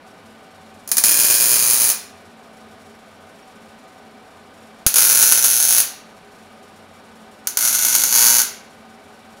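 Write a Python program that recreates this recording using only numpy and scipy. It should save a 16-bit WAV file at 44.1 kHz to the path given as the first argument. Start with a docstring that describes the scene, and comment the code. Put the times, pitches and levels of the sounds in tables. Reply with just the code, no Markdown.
"""In a garage, a wire-feed welder lays three tack welds on a steel tube under a car, close to the microphone.
A fan hums and faint ticks go on throughout. At 0.9 s the wire strikes with loud pops; the first tack follows,
its wire shorting and snapping about once per mains ripple, each snap scattering off the steel into the room.
At 3.4 s the torch clinks as it is set down. A hard strike with a puff of air opens the second tack at 4.9 s;
weaker pops begin the third at 7.5 s, which settles into an even buzz and fades, leaving the fan and ticks."""
import sys
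import numpy as np
from scipy import signal
from scipy.fft import rfft, irfft
from scipy.io import wavfile
from scipy.ndimage import uniform_filter1d

SR = 44100
rng = np.random.default_rng(int(sys.argv[2]) if len(sys.argv) > 2 else 0)


def dump(signal):
    """Clip the signal to [-1, 1] and save it as 16-bit WAV at the path in sys.argv[1]."""
    limited = np.clip(np.atleast_2d(signal).T, -1, 1)
    pcm = np.round(limited * 32767).astype(np.int16)
    wavfile.write(sys.argv[1], SR, pcm)


N = 414540
TIME = np.arange(N) / SR  # seconds


def undb(db):
    """Turn decibels into a gain."""
    return 10 ** (np.asarray(db) / 20)


def unit(x):
    """Scale a sound to an rms level of 1."""
    return x / np.sqrt(np.mean(x ** 2))


def along(table, hz):
    """Read between (Hz, value) points, with pitch on a log scale."""
    f, value = np.transpose(table)
    return np.interp(np.log(hz + 1e-3), np.log(f), value)


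def through(x, response):
    """Pass a sound through an impulse response."""
    return signal.oaconvolve(x, response)[:len(x)]


def clicks(times, sizes):
    """Place one single-sample click at each time in seconds."""
    places = np.clip(np.asarray(times) * SR, 0, N - 1).astype(int)
    return np.bincount(places, sizes, N)


def noise(gain):
    """Make noise of rms 1 whose spectrum follows gain(Hz)."""
    spectrum = rfft(rng.standard_normal(N))
    return unit(irfft(spectrum * gain(np.fft.rfftfreq(N, 1 / SR)), N))


def wander(rate_hz):
    """Drift slowly at random, with a spread of 1."""
    return noise(lambda hz: (hz > rate_hz / 2) * np.exp(-(hz / rate_hz) ** 2))


def fading(fall_s, size=1024):
    """An envelope with a sudden start and an exponential fall."""
    return np.exp(-np.arange(size) / SR / fall_s)


def lasting(length_s, size=1024):
    """An envelope with a sudden start, a plateau and a quick end."""
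    return np.exp(-(np.arange(size) / SR / length_s) ** 8)


def colour(spectrum, modes=(), size=4096):
    """A response of unit energy that never sounds early: a broad spectrum lifted by resonances."""
    hz = np.fft.rfftfreq(size, 1 / SR)
    db = along(spectrum, hz)
    for f, width, lift in modes:
        db = db + lift * .5 ** ((2 * (hz - f) / width) ** 2)
    # keeping only the first half of the cepstrum packs the energy towards the start
    cepstrum = irfft(np.log(undb(db)))
    h = irfft(np.exp(rfft(2 * cepstrum[:size // 2], size)))
    return h / np.linalg.norm(h)


def scatter(gate, count=4):
    """A nearly colourless cluster of echoes, of unit energy, shaped by an envelope."""
    h = rng.standard_normal(len(gate)) * gate
    for _ in range(count):
        h = irfft(np.exp(1j * np.angle(rfft(h))))  # make every pitch equally strong
        local_power = uniform_filter1d(h ** 2, size=24)
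        h = h * gate / np.sqrt(local_power + 1e-9)  # put the envelope back
    return h / np.linalg.norm(h)


# How long the garage rings. Each row: pitch in Hz, time to fall by 60 dB in seconds.
GARAGE_DECAY = [(300, 0.44), (2600, 0.63), (7000, 0.37), (14000, .27)]


def garage(early_db=-7, early_fall_s=.018, late_db=-4.0, size=32768):
    """Echoes from the car and the floor, then the room's tail, whose high treble dies away soonest."""
    t, hz = np.arange(size) / SR, np.fft.rfftfreq(size, 1 / SR)
    band = hz // 1500  # slices 1500 Hz wide, each with its own decay
    spectrum = rfft(rng.standard_normal(size))
    late = 0
    for b in np.unique(band):
        t60 = along(GARAGE_DECAY, hz[band == b].mean())
        late = late + irfft(spectrum * (band == b)) * 1000 ** (-t / t60)
    arrived = t > .004
    early = scatter(arrived * fading(early_fall_s, size=size), count=1)
    return undb(early_db) * early + undb(late_db) * arrived * late / np.linalg.norm(late)


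# The rushing air of the fan. Each row: pitch in Hz, relative level in dB.
FAN_RUSH = [(25, -21.5), (60, -18), (95, -6.5), (135, -13.5), (170, -4.5), (255, -2), (320, -9), (550, -5),
            (850, -7.5), (1400, -11.5), (2500, -17.5), (4400, -22.5), (7000, -36.5), (11000, -35),
            (15500, -49.5)]
# The hum of the fan. Each row: pitch in Hz, level in dB before the shared hum_db.
FAN_HUM = [(53.8, -79.5), (91.5, -62.5), (220.7, -53.5), (409.1, -56.5), (662.1, -58), (759.0, -53),
           (1066, -78), (1222, -58), (1502, -58), (2309, -63)]


def fan(rush_db=-46.5, hum_db=-2, blur=0.019):
    """Rushing air, with wavering tones made of narrow noise, wider the higher they lie."""
    rush = undb(rush_db) * noise(lambda hz: undb(along(FAN_RUSH, hz)))
    tones = 0
    for f, db in FAN_HUM:
        tone = noise(lambda hz: 1 / (1 + ((hz - f) / (blur * f)) ** 2))
        tones = tones + undb(db + hum_db) * tone
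    return rush + tones


# The broad colour of the ticks. Each row: pitch in Hz, relative level in dB.
TICK_SPECTRUM = [(1000, -22.5), (3000, 0.5), (5500, -3.5), (9500, -2), (13000, -8), (15500, -16)]
# The ringing of the ticks. Each row: pitch in Hz, width in Hz, lift in dB.
TICK_MODES = [(5550, 220, 7), (6980, 58, 6), (9150, 70, 6.2), (11050, 110, 3.8)]


def ticking(faint_db=-33.5, spread_db=8, rarity=1.9, near=0.3, count=480):
    """Small dry ticks at random, a few clear ones among many faint ones, heard mostly through the room."""
    when, size = rng.random((count, 2)).T
    times = (np.arange(count) + 2 * when) / count * N / SR
    ticks = clicks(times, undb(faint_db + spread_db * size ** rarity))
    x = through(ticks, colour(TICK_SPECTRUM, TICK_MODES))
    return near * through(x, scatter(fading(.005))) + through(x, garage(early_db=-12.5, late_db=0.5))


# The wire pops, as the arc is struck or when it stubs into the puddle.
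# Each row: time in seconds, relative strength in dB.
WIRE_POPS = [(0.8752, -16.5), (0.889, -15.5), (0.9149, 2.5), (0.9682, 1), (0.9804, 5), (1.037, 7),
             (4.8635, 8), (4.9406, 0), (4.9574, 4), (4.9826, 5.5), (5.225, 3), (5.3217, 6.5), (5.443, 4),
             (5.781, 1), (7.4708, -3), (7.5708, 0.5), (7.5879, -4.5), (7.8483, 0), (7.9498, 2.5),
             (8.036, 1)]


def pops(start, stop, pop_db=14, pop_lag_s=0.00094):
    """The bare bursts of one tack, as single clicks: each burst sounds pop_lag_s after its listed time."""
    at, db = np.transpose(WIRE_POPS)
    mine = (at > start - .5) & (at < stop + .5)
    return clicks(at + pop_lag_s, mine * undb(db + pop_db))


SPUTTER = .7  # unsteadiness of a freshly lit arc, 0-1
SETTLE_S, ENDING_S = .07, 0.14  # seconds to find the even buzz, and for the wire feed to run down
WOBBLE_HZ, WOBBLE_DB = 12, 0.16  # the hand varies the arc's length, and with it the level


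def effort(settles, stop, sputter_db, settled_db, ending_db, settled_unsteady):
    """Level in dB and unsteadiness of one arc: it sputters, settles, then holds, fades or flares."""
    settled = np.clip(.5 + (TIME - settles) / SETTLE_S, 0, 1)
    ending = np.clip(1 + (TIME - stop) / ENDING_S, 0, 1)
    db = sputter_db + (settled_db - sputter_db) * settled
    db = db + ending_db * ending + WOBBLE_DB * wander(WOBBLE_HZ)
    return db, SPUTTER + (settled_unsteady - SPUTTER) * settled


RIPPLE_HZ = 120  # ripples per second of the rectified mains


def arc(start, stop, db, unsteady, arc_db=-1.45, timing_s=.0018, size_db=2.0, spit_db=-8.5, sizzle_db=-17):
    """The wire shorts once per ripple, early or late when unsteady; spatter spits and the arc sizzles between."""
    beats = np.arange(N * RIPPLE_HZ // SR) / RIPPLE_HZ
    late, size, spit_size, spit_at = rng.standard_normal((len(beats), 4)).T
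    loose = np.interp(beats, TIME, unsteady)
    # an unsteady arc varies more in both timing and strength
    snap_gain = undb(size_db * (1.0 + loose) * np.minimum(size, 1.5))
    snaps = clicks(beats + timing_s * loose * late, snap_gain)
    spit_gain = loose * undb(spit_db + 3.1 * np.minimum(spit_size, 2))
    spits = clicks(beats + spit_at / RIPPLE_HZ, spit_gain)
    sizzle = undb(sizzle_db) * rng.standard_normal(N)
    burning = (TIME > start) & (TIME < stop)
    return burning * undb(db + arc_db) * (unit(snaps + spits) + sizzle)


def nearby(x, indirect, crack_s=.0005, steel_s=.004, sway_hz=0.4954):
    """A snap arrives as a short crack and a cluster of echoes off the steel."""
    share = np.clip(indirect, 0, 1)
    sound = through(x * np.sqrt(1 - share), scatter(lasting(crack_s)))
    sway = 2 * np.pi * sway_hz * TIME  # the hand moves, so one set of echo paths gives way to another
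    for weight in (np.cos(sway), np.sin(sway)):
        sound = sound + through(x * np.sqrt(share) * weight, scatter(lasting(steel_s)))
    return sound


# The three tacks. Each row: arc lights in seconds, settles in seconds, goes out in seconds,
# relative sputtering level in dB, relative settled level in dB, change at the end in dB,
# settled unsteadiness from 0 to 1, share of the sound's energy that comes by way of the steel from 0 to 1.
TACK_WELDS = [(1.045, 1.35, 1.92, -11.7, -11.5, 0, .33, .3),
              (4.96, 5.25, 5.805, -9.3, -12.6, 3.5, .55, .35), (7.6, 8.12, 8.42, -16, -8.7, -4.5, .15, .75)]
# The colour of a snap. Each row: pitch in Hz, relative level in dB at the first, second and third torch position.
SNAP_COLOUR = [(130, -31, -39, -37.5), (246, -16.5, -29.5, -16), (450, -18.5, -20.5, -18),
               (704, -14, -18.5, -11.5), (3500, -15, -14, -10.5), (5300, -5.5, -9, -4), (6160, -3, -1, 4),
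               (7130, -2, -7, -1), (7580, -13, -12.5, -10), (9330, 1, -6, -2), (10680, 1, 2.5, 0.5),
               (12400, -6.5, -5.5, 0), (12900, -18.5, -13, -7), (14100, 0.5, -2.5, -1.5),
               (14800, -3, -5.5, -5)]
# The ringing of the tube and frame. Each row: pitch in Hz, width in Hz,
# lift in dB at the first, second and third torch position (the room softens the lifts).
STEEL_MODES = [(1490, 270, 3, 7.5, 9), (1738, 150, 4.5, 0, -5), (2150, 240, -1, -1.5, 4),
               (2444, 170, 8, 2, -4), (4183, 77, 6, 5, -0.5), (4520, 420, 0.5, 3.5, 4.5),
               (5805, 70, -7, -4.5, -14), (6180, 49, 1, -2, -0.5), (6160, 63, -2.5, 2.5, 4),
               (6610, 63, -4, 5.5, 6), (6830, 42, 5, 6, -12.5), (7065, 56, -2, 0.5, 8),
               (9280, 120, -5, 1.5, 6), (10120, 230, -4, 1, 9), (11200, 79, 11, 0.5, -7),
               (14860, 84, 3.5, 9.5, 5)]


def welds(pop_s=0.0037, room_ring=0.86):
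    """Three tacks, each with its strikes and torch position; a pop is a short, fading volley of snaps."""
    out = 0
    for k, (start, settles, stop, sputter_db, settled_db, ending_db, unsteady, indirect) in enumerate(TACK_WELDS):
        spectrum = [(hz, dbs[k]) for hz, *dbs in SNAP_COLOUR]
        modes = np.array([(hz, width, lifts[k]) for hz, width, *lifts in STEEL_MODES])
        bursts = pops(start, stop)
        level_db, looseness = effort(settles, stop, sputter_db, settled_db, ending_db, unsteady)
        snaps = arc(start, stop, level_db, looseness)
        close = nearby(snaps, indirect) + through(bursts, scatter(fading(pop_s)))
        near = through(close, colour(spectrum, modes))
        # the room gathers sound from all directions, so the resonances stand out less in it
        far = through(through(snaps + bursts, garage()), colour(spectrum, modes * [1, 1, room_ring]))
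        out = out + near + far
    return out


# The hot gas round the arc flutters. Each row: pitch in Hz, relative level in dB.
GAS_FLUTTER = [(10, -19.5), (30, -9), (70, -6.5), (150, 8), (280, 1.5), (600, -11.5), (2000, -45.5)]


def flutter(flutter_db=-52):
    """A low, rough rumble of shaped noise while the arc burns."""
    burning = sum((TIME > start) & (TIME < stop) for start, _, stop, *_ in TACK_WELDS)
    smooth = uniform_filter1d(1. * burning, size=1024)
    return undb(flutter_db) * smooth * noise(lambda hz: undb(along(GAS_FLUTTER, hz)))


# The ringing of the torch nozzle. Each row: pitch in Hz, relative level in dB, time to fall by 60 dB in seconds.
NOZZLE_MODES = [(5588, 0, 0.081), (9227, -13, 0.082), (13970, -19, 0.15), (14800, -27, 0.39)]


def nozzle(touch_s=3.4255, peak_db=-49):
    """A tiny brass clink as the torch is set down: a few dying sine tones."""
    age = np.maximum(TIME - touch_s, 0)
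    ring = 0
    for hz, db, t60 in NOZZLE_MODES:
        ring = ring + undb(db) * np.sin(2 * np.pi * hz * age) * np.exp(-np.log(1000) * age / t60)
    return undb(peak_db) * ring / np.abs(ring).max()


def puff(puff_s=4.8646, rise_s=.0002, fall_s=.0016, puff_db=-3, knock_hz=480, knock_share=0.2):
    """The hardest strike pushes air one way, which knocks in the cavity under the car."""
    age = np.maximum(TIME - puff_s, 0)
    push = (1 - np.exp(-age / rise_s)) * np.exp(-age / fall_s)
    knock = 1 + knock_share * np.sin(2 * np.pi * knock_hz * age)
    return -undb(puff_db) * push * knock


def scene():
    """Everything added together at one microphone."""
    return (fan() + ticking() + welds() + flutter() + nozzle() + puff())[None]


def record(dry, ceiling=0.99, top_hz=15700):
    """The loudest snaps overload the recorder and are rounded off; it then cuts the highest treble."""
    held = dry / (1 + (dry / ceiling) ** 4) ** (1 / 4)
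    low_pass = signal.ellip(10, .2, 70, top_hz, fs=SR, output="sos")
    return signal.sosfilt(low_pass, held)


dry = scene()
out = record(dry)
dump(out)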